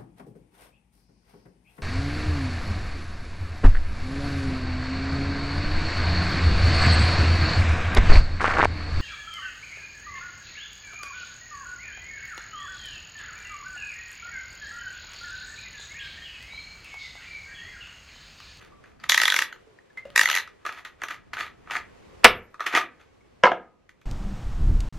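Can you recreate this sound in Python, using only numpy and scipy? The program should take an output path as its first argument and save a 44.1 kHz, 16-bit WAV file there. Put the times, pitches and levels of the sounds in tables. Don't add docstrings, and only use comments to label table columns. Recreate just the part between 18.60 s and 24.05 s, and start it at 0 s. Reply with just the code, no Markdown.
import sys
import numpy as np
from scipy import signal
from scipy.fft import rfft, irfft, next_fast_len
from scipy.io import wavfile
from scipy.ndimage import uniform_filter1d

SR = 44100
rng = np.random.default_rng(int(sys.argv[2]) if len(sys.argv) > 2 else 0)


def store_wav(level_fs):
    pcm = np.round(np.clip(np.atleast_2d(level_fs), -1, 1) * 32767)
    wavfile.write(sys.argv[1], SR, pcm.T.astype(np.int16))


N = 240565


def gain_of(db):
    return 10 ** (np.asarray(db) / 20)


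def evened(x):
    return x / np.sqrt(np.mean(x ** 2) + 1e-20)


def read(points, hz):
    f, value = np.transpose(points)
    return np.interp(np.log(hz + 1), np.log(f + 1), value)


def coloured(x, points):
    hz = np.fft.rfftfreq(x.shape[-1], 1 / SR)
    return irfft(rfft(x) * gain_of(read(points, hz)), x.shape[-1])


def add(mix, s, sound):
    part = mix[:, round(s * SR):][:, :sound.shape[1]]
    part += sound[:, :part.shape[1]]


def ring(x, modes, extra_db):
    f, width, db = np.transpose(modes)
    size = next_fast_len(x.shape[-1] + 4096)
    hz = np.fft.rfftfreq(size, 1 / SR)[:, None]
    each_mode = 1j * hz * width / (f ** 2 - hz ** 2 + 1j * hz * width)
    signed_gain = gain_of(db + extra_db) * (-1.) ** np.arange(len(f))
    return irfft(rfft(x, size) * (each_mode @ signed_gain), size)


def by_force(table, hard_db, softer_per_db):
    return [(s, db, hz, hard_db + softer_per_db * db) for s, db, hz in table]


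def blows(table, modes, push_db, contact_ms, favour_db, scatter_db, lead_db, chatter_db, chatter_s, soft_hz):
    out, f = np.zeros((2, N)), np.transpose(modes)[0]
    before = 256
    t = (np.arange(2048) - before) / SR
    yielding = signal.butter(2, soft_hz, fs=SR)
    u = np.maximum(t, 0) * 1000 / contact_ms * 4
    pulse = u ** 2 * np.exp(-u)
    lead = gain_of(lead_db) * np.exp(-abs(t) / .002)
    chatter = gain_of(chatter_db) * np.minimum(u, 1) * np.exp(-t / chatter_s)
    shape = lead + pulse + chatter
    push = gain_of(push_db) * evened(pulse)
    for s, db, hz, hard in table:
        spectrum = rfft(shape * rng.standard_normal((2, len(t))))
        contact = irfft(spectrum / abs(spectrum) ** .5) * shape ** 0.18
        contact = signal.lfilter(*yielding, evened(contact) + push)
        spot_db = favour_db * np.exp(-(np.log2(f / hz) / 0.18) ** 2)
        spot_db = spot_db + scatter_db * rng.standard_normal(len(f))
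        tilt_db = hard * np.log2(np.maximum(f, 1200) / 2000)
        sound = ring(contact, modes, spot_db + tilt_db)
        add(out, s - before / SR, gain_of(db) * sound / abs(sound).max(1, keepdims=True))
    return out


# t/s, rumble level/dB, level/dB of the rustle of clothes and hands
AMBIENCE = [(0, -60, -59.5), (.3, -60, -59.5), (.47, -56.5, -68.5), (.95, -66, -59), (1.299, -68, -62),
            (1.5, -58, -60.5), (1.95, -65.5, -61), (2.361, -64, -62.5), (2.651, -58.5, -64),
            (3.632, -56.5, -53.5), (3.85, -71, -63.5), (4.3, -66.5, -63), (4.8, -62.5, -62.5),
            (5.15, -68, -70.5), (5.45, -67, -66.5)]
# f/Hz, relative level/dB
RUMBLE_COLOUR = [(12, -34), (20, -3.5), (70, 3.5), (275, -5), (437, -13.5), (615, -27), (670, -11),
                 (730, -13.5), (1120, -27), (1200, -25.5), (1560, -43.5), (2640, -120)]
# f/Hz, relative level/dB
RUSTLE_COLOUR = [(240, -24), (400, -2.5), (742, -13.5), (1140, -11), (1270, -15.5), (1900, -15),
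                 (2510, -17), (2880, -19), (3750, -22.5), (13700, -35.5), (16000, -62)]


def room_tone():
    frames, hz = N // 128 + 5, np.fft.rfftfreq(512, 1 / SR)
    s, rumble_db, rustle_db = np.transpose(AMBIENCE)
    t = np.arange(N) / SR
    rumble = evened(coloured(rng.standard_normal((2, N)), RUMBLE_COLOUR))
    z = rng.standard_normal((2, 257, frames)) + 1j * rng.standard_normal((2, 257, frames))
    patches = uniform_filter1d(rng.standard_normal((257, frames)), size=5, axis=0)
    patches = evened(uniform_filter1d(patches, size=14, axis=1))
    flicker = evened(uniform_filter1d(rng.standard_normal(frames), size=6))
    z *= gain_of(read(RUSTLE_COLOUR, hz)[:, None] + 0.74 * patches + 0.6 * flicker)
    rustle = evened(signal.istft(z, nperseg=512, noverlap=384)[1][:, :N])
    rumble_gain, rustle_gain = (gain_of(np.interp(t, s, db)) for db in (rumble_db, rustle_db))
    return rumble_gain * rumble + rustle_gain * rustle


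# t/s of the peak, level/dB of the peak, rise/s, fade/s
RUB_STROKES = [(.028, -48, 0.24, 0.16), (.26, -56, 0.035, .2), (0.401, -51.5, 0.024, 0.52),
               (0.439, -33.5, 0.0059, 0.037), (1.374, -41.5, .008, 0.052), (1.46, -57.5, 0.03, 0.46),
               (1.555, -46.5, 0.029, .02), (2.053, -38, 0.0041, 0.28), (2.19, -41, 0.21, 0.058),
               (2.252, -34, .008, 0.072), (2.41, -52, 0.051, .03), (2.418, -61.5, 0.013, 0.87),
               (2.506, -30.5, .012, 0.072), (2.734, -27, 0.0027, 0.045), (2.803, -28.5, 0.066, 0.11),
               (3.117, -30, 0.027, 0.11), (3.166, -28, .1, 0.016), (3.2, -50, .03, 0.1),
               (4.006, -38, 0.014, 0.17), (4.064, -21, 0.0078, 0.058), (4.172, -15.5, 0.096, 0.052),
               (4.41, -52.5, 0.047, 0.091)]
# f/Hz, width/Hz, level/dB
TUBE_MODES = [(337, 140, -20), (700, 120, -14), (907, 130, -12), (1252, 110, -2), (1530, 58, -3.5),
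              (1666, 59, -2.5), (1903, 289, -5), (2430, 210, -7.5), (2640, 230, -10.5), (3438, 610, -18),
              (4279, 500, -22), (6040, 2400, -29), (6250, 440, -23), (11260, 1800, -34.5)]
RUB_SPAN_DB = 30
RUB_BRIGHT_DB = 4.5
UPPER_LOSS = 1.22


def rubs():
    shape, t = (2, N), np.arange(0, N, 32) / SR
    size = gain_of(3.8 * np.minimum(rng.exponential(1, shape), 4))
    catches = size * (rng.random(shape) < 2500 / SR) * rng.choice([-1, 1], shape)
    low, high = np.zeros((2, len(t)))
    for s, db, rise, fade in RUB_STROKES:
        lack_db = RUB_SPAN_DB * np.maximum((s - t) / rise, (t - s) / fade)
        low += gain_of(db - lack_db) ** 2
        high += gain_of(db + RUB_BRIGHT_DB - UPPER_LOSS * lack_db) ** 2
    low, high = (np.interp(np.arange(N) / SR, t, power) for power in (low, high))
    hz = np.fft.rfftfreq(N, 1 / SR)
    tube = ring(catches, TUBE_MODES, 0)[:, :N]
    upper = irfft(rfft(tube) / (1 + (2700 / (hz + 1)) ** 6), N)
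    return (np.sqrt(low) * (tube - upper) + np.sqrt(high) * upper) / np.std(tube)


# t/s, level/dB, ring f/Hz, t60/s
LOOSE_TICKS = [(.015, -37, 2900, 0.015), (0.028, -39, 1490, 0.011), (.049, -35.5, 1560, 0.013),
               (.12, -48.5, 1163, .6), (.4, -39.5, 4700, 0.028), (1.072, -41, 439, 0.13),
               (1.188, -38, 1850, 0.036), (1.303, -42, 1720, 0.044), (1.332, -51.5, 1740, 0.013),
               (1.373, -22, 2078, 0.098), (1.454, -24.5, 559, 0.085), (1.453, -33.5, 2800, 0.028),
               (1.503, -31.5, 2920, 0.014), (4.471, -55, 2193, 0.23), (4.605, -56, 2205, .27),
               (4.95, -43, 1248, 0.63)]
SNAP_DB, SNAP_DB_PER_DOUBLING, SNAP_T60_S = -4, -7.5, .03


def ticks():
    out, t = np.zeros((2, N)), np.arange(15000) / SR
    for s, db, hz, t60 in LOOSE_TICKS:
        wobble = 1 + .5 * evened(uniform_filter1d(rng.standard_normal((2, len(t))), size=150))
        envelope = gain_of(-60 * t / t60) * (1 - np.exp(-t / 0.00017))
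        tone = wobble * np.sin(2 * np.pi * hz * t) * envelope
        snap = uniform_filter1d(rng.standard_normal((2, len(t))), size=7) * np.exp(-t / 0.00089)
        snap_db = SNAP_DB + SNAP_DB_PER_DOUBLING * np.log2(t60 / SNAP_T60_S)
        add(out, s, gain_of(db) * (.5 * tone + gain_of(snap_db) * snap))
    return out


# t/s, peak level/dB, favoured f/Hz, hardness/dB per octave
KNOCKS = [(0.239, -38, 1810, -2.3), (0.258, -41.5, 1217, 0.3), (0.462, -35, 1316, -1.5),
          (0.959, -41, 1920, -8), (2.051, -20.5, 1270, -5), (2.063, -17, 1250, 1.9),
          (2.09, -19.5, 1940, -4.5), (2.124, -29.5, 1260, 5.5), (2.249, -26, 2210, 4.5),
          (2.255, -32.5, 2110, 4.5), (2.418, -20.5, 1830, -4.3), (2.435, -16.5, 1320, 2.8),
          (2.484, -21.5, 1810, 3.3), (2.507, -22, 1300, 3.5), (2.543, -27.5, 1900, 3.5),
          (2.733, -20.5, 1900, -3.5), (2.768, -20.5, 1490, -0.5), (2.788, -18.5, 2330, 3),
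          (2.807, -16, 1890, 0.5), (2.832, -35.5, 1330, 3.5), (2.864, -27, 1295, -1), (2.878, -32, 1350, 2),
          (3.073, -31.5, 1280, -6.5), (3.098, -24, 1280, -4.8), (3.109, -18.5, 1860, -3),
          (3.135, -21, 1850, 1), (3.152, -14, 1300, -0.4), (3.16, -19.5, 1740, 0.1),
          (3.167, -14, 1926, 1.4), (3.943, -30, 1274, -9), (3.995, -22, 1270, -3), (4.005, -14, 1270, -4),
          (4.041, -30, 1225, 3), (4.064, -11.5, 1786, 2.5), (4.138, -9.5, 1886, -10.5),
          (4.15, -4.5, 2110, -0.5), (4.172, -9, 1307, -10), (4.212, -16.5, 1486, 1),
          (4.4, -49.5, 1690, 0.5), (5.292, -35.5, 1933, 4), (5.414, -46, 2300, 4)]


def rattle():
    return blows(KNOCKS, TUBE_MODES, push_db=-31, contact_ms=1.6, favour_db=5.0, scatter_db=2.0,
                 lead_db=-26.0, chatter_db=-13, chatter_s=0.014, soft_hz=15480)


# t/s, peak level/dB, f/Hz of the modes favoured by the spot struck
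DETENT_CLICKS = [(0.438, -25, 1970), (0.495, 2.5, 3770), (0.519, -1, 1960), (0.544, -2, 3300),
                 (0.576, -0.5, 2010), (0.599, -5, 1930), (0.616, -4, 1610), (0.634, -3.5, 1720),
                 (0.654, -2.5, 3480), (0.679, -3.5, 1750), (0.701, -4, 3450), (0.721, -5, 1600),
                 (0.741, -6, 1430), (0.763, -5, 2400), (0.789, -3.5, 1180), (0.817, -14.5, 1240),
                 (0.821, -7.5, 1695), (0.926, -23.5, 1550), (1.56, -0.5, 1900), (1.577, 0.5, 1834),
                 (1.593, 0.5, 1840), (1.612, -1, 1840), (1.633, -7, 1570), (1.656, -3, 1940),
                 (1.674, -10.5, 1280), (1.687, -8.5, 1230), (1.699, -6, 1780), (1.713, -6.5, 2740),
                 (1.728, -10.5, 2730), (1.741, -10.5, 1920), (1.751, -5, 1740), (1.762, -8, 2070),
                 (1.772, -9.5, 1740), (1.784, -11.5, 1710), (1.798, -18, 1900), (1.875, -29.5, 1310)]
# f/Hz, width/Hz, level/dB
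CAP_MODES = [(300, 140, -26.5), (584, 120, -15.5), (897, 190, -10), (1287, 79, -1), (1526, 94, -0.5),
             (1883, 270, 3), (1980, 214, 5), (2260, 380, -5), (2856, 310, -7), (3450, 370, -10),
             (4134, 336, -7), (4220, 780, -12), (6050, 600, -16), (6770, 730, -19.5), (11480, 770, -19),
             (12600, 3300, -31.5)]


def ratchet():
    clicks = by_force(DETENT_CLICKS, hard_db=3.5, softer_per_db=0.14)
    return blows(clicks, CAP_MODES, push_db=-26, contact_ms=1.9, favour_db=8.0, scatter_db=1.5,
                 lead_db=-9, chatter_db=-15, chatter_s=.012, soft_hz=18200)


# t/s, peak level/dB, favoured f/Hz
CAP_LANDINGS = [(3.634, -24, 1893), (3.639, -19.5, 1494), (3.6437, 12, 1250), (3.646, 8, 1020),
                (3.649, 8.5, 2036), (3.6522, -0.5, 1500), (3.6563, -3.5, 1100), (3.6642, -8, 1000)]
# f/Hz, width/Hz, level/dB
BENCH_MODES = [(55, 58, -20), (106, 140, -22.5), (229.3, 34, -15), (356, 74, -15.5), (490, 52, -7.5),
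               (664.4, 40, -3.5), (856, 150, -3), (1005, 240, 1), (1218, 250, 1.5), (1399, 120, 3),
               (1706, 160, -1.5), (2020, 300, -2.5), (2295, 320, -1), (2870, 950, -8.5), (3700, 800, -14.5),
               (4950, 1000, -24.5), (6160, 1800, -31.5), (11500, 14000, -36)]


def cap_drop():
    landings = by_force(CAP_LANDINGS, hard_db=0, softer_per_db=0.19)
    return blows(landings, BENCH_MODES, push_db=-13.5, contact_ms=1.2, favour_db=1.5, scatter_db=.7,
                 lead_db=-58.5, chatter_db=-9.5, chatter_s=.008, soft_hz=14800)


RIM_S, RIM_DB, RIM_T60_S = 3.6645, -38, .45
RIM_HZ, RIM_BEATS_PER_S = 11680, 13.3


def rim():
    out, t = np.zeros((2, N)), np.arange(SR // 2) / SR
    beat = np.sin(np.pi * RIM_BEATS_PER_S * t) * np.sin(2 * np.pi * RIM_HZ * t)
    add(out, RIM_S, gain_of(RIM_DB - 60 * t / RIM_T60_S) * beat[None])
    return out


# t/s, peak level/dB, favoured f/Hz
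GRIP_LANDINGS = [(4.835, 2.5, 994), (4.842, -3.5, 955), (4.853, 1, 1035), (4.866, -4.5, 800),
                 (4.873, -8, 1270), (4.916, -9, 732), (4.929, -16.5, 686)]
# f/Hz, width/Hz, level/dB
GRIP_MODES = [(220, 60, -13.5), (373, 49, -7), (509.5, 50, -1), (711, 56, -3.5), (868, 91, -6),
              (1000, 64, -7.5), (1180, 220, -9), (1323, 78, 0), (1660, 130, -2), (2140, 120, -3.5),
              (2530, 240, -13.5), (2850, 350, -13.5), (3700, 1100, -25.5), (5170, 1000, -27),
              (7460, 2200, -36)]


def grip_drop():
    landings = by_force(GRIP_LANDINGS, hard_db=0, softer_per_db=0.42)
    return blows(landings, GRIP_MODES, push_db=-18, contact_ms=2.7, favour_db=13.0, scatter_db=1.5,
                 lead_db=-53, chatter_db=-9.5, chatter_s=0.011, soft_hz=3940)


# f/Hz, t60/s, echo level/dB
ROOM_ECHO = [(100, 0.57, -4), (300, 0.45, -4.5), (735, 0.18, -2), (1800, 0.33, -10.5), (4500, 0.15, 0),
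             (8000, 0.12, -2), (12000, 0.15, -1)]


def workshop(x):
    taps = np.zeros((6, SR // 2))
    at = np.arange(120, SR // 2 - 20, 20)
    at = at + rng.integers(0, 20, (6, len(at)))
    np.put_along_axis(taps, at, rng.choice([-1., 1.], at.shape), 1)
    taps *= 1 - np.exp(-np.arange(SR // 2) / SR / 0.0052)
    hz, t, z = signal.stft(taps, SR, nperseg=128)
    f, t60, db = np.transpose(ROOM_ECHO)
    t60 = read(list(zip(f, t60)), hz)[:, None]
    db = read(list(zip(f, db)), hz)[:, None]
    level = np.sqrt(20 * 6 * np.log(10) / (t60 * SR))
    tail = signal.istft(z * gain_of(db - 60 * t / t60) * level, SR, nperseg=128)[1]
    turn = 2 * np.pi * 23. * np.arange(N) / SR
    wet = np.zeros((2, N))
    for k in range(3):
        share = np.sqrt(2 / 3) * np.cos(turn + 2 * np.pi * k / 3)
        wet += signal.fftconvolve(share * x, tail[2 * k:2 * k + 2], axes=1)[:, :N]
    return wet


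# f/Hz, side against mid level/dB
HANDLING_WIDTH = [(60, -23), (250, -26.5), (600, -18), (1400, -21.5), (3000, -15.5), (6800, -4.5),
                  (15000, -4.5)]
# f/Hz, side against mid level/dB
AMBIENCE_WIDTH = [(60, -18.5), (180, 4.5), (550, 4), (1650, -2.5), (4970, -2), (15000, 5)]


def scene():
    gun = rubs() + ticks() + rattle() + ratchet()
    cap, grip = cap_drop(), grip_drop()
    echoes = workshop(gun + gain_of(-6) * cap + gain_of(-1) * grip)
    mid, side = gun + cap + rim() + grip + echoes
    tone_mid, tone_side = room_tone()
    mid = mid + tone_mid
    side = coloured(side, HANDLING_WIDTH) + coloured(tone_side, AMBIENCE_WIDTH)
    return np.array([mid + side, mid - side])


# f/Hz, level/dB
TONE_COLOUR = [(20, 0.13), (7000, -3.5), (9200, -7), (11500, -10), (12500, -7.5), (13300, -16),
               (16000, -13.5)]
EDGE_HZ = 16200


def record(dry):
    hot = np.clip(coloured(dry, TONE_COLOUR), -1, 1)
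    band_limit = signal.firwin(511, EDGE_HZ, window=("kaiser", 9), fs=SR)
    return signal.oaconvolve(hot, band_limit[None], "same")


dry = scene()
out = record(dry)
store_wav(out)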